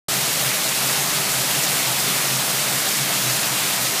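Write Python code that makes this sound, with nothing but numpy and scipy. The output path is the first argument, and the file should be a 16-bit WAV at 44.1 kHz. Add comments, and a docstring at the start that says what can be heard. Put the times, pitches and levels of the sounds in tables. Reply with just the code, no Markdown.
"""Spring water pours over a ledge into a pool inside a small stone vault, heard in mono.
After a moment of silence, an even rush of countless drops and bubbles cuts in. From then on the
falling sheet of water keeps the vault's low notes ringing; the strongest booms in irregular swells.
Soon a large bubble plinks, then a brighter splash follows; more of both come now and then."""
import sys
import numpy as np
from scipy import signal
from scipy.fft import rfft, irfft
from scipy.io import wavfile

SR = 44100
rng = np.random.default_rng(int(sys.argv[2]) if len(sys.argv) > 2 else 0)


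def bounce(signal):
    """Save signal as a 16-bit WAV file at the path given by the first command-line argument."""
    frames = np.transpose(np.atleast_2d(signal))
    limited = np.clip(frames, -1, 1)
    pcm = np.round(limited * 32767).astype(np.int16)
    wavfile.write(sys.argv[1], SR, pcm)


N = 176400
TOP_HZ = 15350  # upper edge of the sound

# How strong the falling water is from low to high: (frequency [Hz], relative level [dB])
WATER_TONE = [(25, -38), (50, -33), (66, -27), (90, -14.5), (112, -8.5), (170, -1.5), (260, -.5), (350, -4),
              (460, -3.8), (640, -.3), (1000, -.6), (1480, -1.1), (2200, .2), (3300, -.4), (4000, .3),
              (5500, -1), (8000, -1), (11000, -2.7), (13500, -4.4), (15300, -6.7)]


def gain(db):
    """Turn decibels into a number to multiply by."""
    return 10 ** (np.asarray(db) / 20)


def set_level(x, db):
    """Scale a sound to an average (rms) level."""
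    return x * gain(db) / np.sqrt(np.mean(x ** 2))


def freqs():
    """The frequency in Hz of each slot in a spectrum, at least 1."""
    return np.maximum(np.arange(N // 2 + 1) * SR / N, 1)


def shape_tone(x, points):
    """Turn lows and highs up or down along a curve through (Hz, dB) points."""
    hz, db = np.array(points).T
    curve_db = np.interp(np.log(freqs()), np.log(hz), db)
    return irfft(rfft(x) * gain(curve_db), N)


def noise_band(hz, width_hz):
    """Noise kept close to one pitch, with an average (rms) size of 1."""
    f = freqs()
    off_pitch = (f / hz - hz / f) * hz / (np.pi / 2 * width_hz)
    return set_level(irfft(rfft(rng.standard_normal(N)) / (1 + 1j * off_pitch) ** 2, N), 0)


def wander(per_s):
    """A smooth random curve of typical size 1 that changes about per_s times a second."""
    smoothing = np.exp(-(2 * freqs() / per_s) ** 2)
    return set_level(irfft(rfft(rng.standard_normal(N)) * smoothing, N), 0)


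def rush(db=-22):
    """Fine spray and foam, too dense to tell apart, make a steady hiss."""
    return set_level(shape_tone(rng.standard_normal(N), WATER_TONE), db)


def drops(per_s=6500, spread_db=5.0, db=-26):
    """Drops hit the pool with sharp ticks, many small and a few large."""
    lands = rng.random(N) < per_s / SR
    sizes = gain(spread_db * np.minimum(rng.standard_normal(N), 2.6))
    ticks = lands * rng.choice([-1, 1], N) * sizes
    return set_level(shape_tone(ticks, WATER_TONE), db)


def bubbles(per_s=900, low_hz=443.4, high_hz=8250, spread_db=4, db=-34.5):
    """Trapped air rings briefly, rising in pitch as it nears the surface."""
    fade_cycles, rise = 12.8, 0.0916  # cycles to fade to 37%; share the pitch rises meanwhile
    chances = rng.random((8000, 2))[:int(per_s * N / SR)]
    strengths = gain(spread_db * np.clip(rng.standard_normal(8000), -2, 2))
    out = np.zeros(N)
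    for (when, pitch), strength in zip(chances, strengths):
        hz = low_hz * (high_hz / low_hz) ** np.sqrt(pitch)
        start = int(when * N)
        length = min(int(2 * np.pi * fade_cycles * SR / hz), N - start)
        age = np.arange(length) * hz / SR / fade_cycles  # counted in fade times
        tone = np.cos(2 * np.pi * fade_cycles * age * (1 + rise * age / 2))
        out[start:start + length] += strength * np.sqrt(hz) * np.exp(-age) * tone
    return set_level(out, db)


def vault_echo(x, t, length_s=0.43, echo_db=-7):
    """Close stone walls add a dense, short echo."""
    tail = rng.standard_normal(N) * gain(-60 * t / length_s) * (1 - np.exp(-t / .006))
    echo = irfft(rfft(x) * rfft(tail / np.sqrt(np.sum(tail ** 2))), N)
    return (x + gain(echo_db) * echo) / np.sqrt(1 + gain(echo_db) ** 2)


def churn(x, bands=14, shared_db=0.39, flicker_db=0.65):
    """The sheet breaks up unevenly: bands of pitch swell with their neighbours and flicker alone."""
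    band_position = np.interp(np.log(freqs()), np.log([250, TOP_HZ]), [0, bands - 1])
    drifts = [wander(per_s=31) for _ in range(bands + 2)]
    spectrum, out = rfft(x), 0
    for k in range(bands):
        band = irfft(spectrum * np.maximum(1 - abs(band_position - k), 0), N)
        shared = sum(drifts[k:k + 3]) / np.sqrt(3)
        out += band * gain(shared_db * shared + flicker_db * wander(per_s=49))
    return out


def vault_ring(waver_db=1.5):
    """The vault's own notes (its resonances) come and go as the water stirs them."""
    # Notes the vault rings at: (pitch [Hz], width [Hz], level [dB])
    notes = [(78.5, 6, -58), (153.8, 8, -43), (193.7, 17, -43.5), (306, 21, -46.5), (397.8, 21.3, -45.5),
             (498, 5, -50), (600.6, 11.4, -45.5), (679.4, 20, -47.5), (773.6, 15, -47), (1280, 63, -44.5)]
    out = 0
    for hz, width_hz, db in notes:
        note = noise_band(hz, width_hz) * gain(waver_db * wander(per_s=12.5))
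        out += set_level(note, db)
    return out


def boom(t, base_hz=131.8, waver_hz=3.95, base_db=-44, waver_db=7.5):
    """The vault's strongest note wavers and swells as the sheet plunges in."""
    # Swells of the boom: (peak time [s], half length [s], pitch [Hz], level [dB])
    swells = [(0.178, 0.054, 130, -41), (0.478, 0.019, 131, -31), (0.853, 0.046, 134.7, -35),
              (1.395, 0.025, 129.2, -32.5), (1.59, 0.026, 135.5, -35), (1.894, 0.028, 127.4, -33.5),
              (2.343, 0.042, 132.5, -31), (2.747, .018, 138, -33), (3.017, 0.025, 136, -30),
              (3.29, 0.048, 126.3, -30.5), (3.529, 0.019, 131.3, -33), (3.835, 0.044, 128, -37)]
    power = gain(base_db + waver_db * np.tanh(wander(per_s=46))) ** 2
    weighted_hz = power * (base_hz + waver_hz * wander(per_s=46))
    for peak, half_length, hz, db in swells:
        swell = (gain(db) * np.exp(-.5 * ((t - peak) / half_length) ** 2)) ** 2
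        power += swell
        weighted_hz += swell * hz
    pitch_hz = weighted_hz / power  # each swell pulls the note towards its own pitch
    return np.sqrt(2 * power) * np.sin(2 * np.pi * np.cumsum(pitch_hz) / SR)


def plinks(t, onset_s=0.0012, rise=0.0022):
    """Single large bubbles ring out above the rush, rising slightly in pitch as they fade."""
    # Large bubbles: (time [s], pitch [Hz], fade time [s], level before fading [dB])
    large_bubbles = [(.37, 538, .025, -27.5), (.503, 2160, .016, -31), (.651, 645, .014, -24),
                     (1.248, 4380, .018, -27), (1.79, 2200, .007, -19), (1.875, 886, 0.022, -27),
                     (3.101, 670, 0.0077, -21), (3.139, 1180, 0.01, -28), (3.289, 4555, 0.005, -23),
                     (3.296, 1300, .007, -21), (3.329, 6770, .011, -23)]
    out = 0
    for start, hz, fade_s, db in large_bubbles:
        age = np.maximum(t - start, 0)
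        loudness = gain(db) * (1 - np.exp(-age / onset_s)) * np.exp(-age / fade_s)
        cycles = hz * age * (1 + rise * age / fade_s / 2)
        out += loudness * np.sin(2 * np.pi * cycles)
    return out


def splashes(t, onset_s=0.0053):
    """Larger lumps of water slap the pool in short, bright bursts of spray."""
    # Bursts of spray: (time [s], middle pitch [Hz], fade time [s], level before fading [dB])
    bursts = [(0.506, 2150, 0.034, -23.5), (.6885, 7500, 0.0033, -6), (1.495, 2800, 0.033, -25),
              (1.632, 6170, 0.012, -15), (1.668, 3970, 0.014, -19), (3.29, 5000, .02, -22),
              (3.767, 4440, .006, -17)]
    out = 0
    for start, hz, fade_s, db in bursts:
        age = np.maximum(t - start, 0)
        loudness = gain(db) * (1 - np.exp(-age / onset_s)) * np.exp(-age / fade_s)
        out += loudness * noise_band(hz, width_hz=0.32 * hz)
    return out


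def scene():
    """Water and vault together, the same in both channels."""
    t = np.arange(N) / SR
    water = churn(rush() + vault_echo(drops() + bubbles(), t))
    water *= gain(0.26 * wander(per_s=8.4))  # the whole sheet flows a little unsteadily
    mono = water + splashes(t) + plinks(t) + boom(t) + vault_ring()
    return np.array([mono, mono])


def record(dry, start_s=.083):
    """The sound cuts in suddenly, and its very highest part is cut off steeply."""
    fade_in = np.clip((np.arange(N) / SR - start_s) / .002, 0, 1)
    treble_cut = signal.ellip(12, .1, 80, TOP_HZ, fs=SR, output="sos")
    return signal.sosfilt(treble_cut, dry * fade_in)


dry = scene()
out = record(dry)
bounce(out)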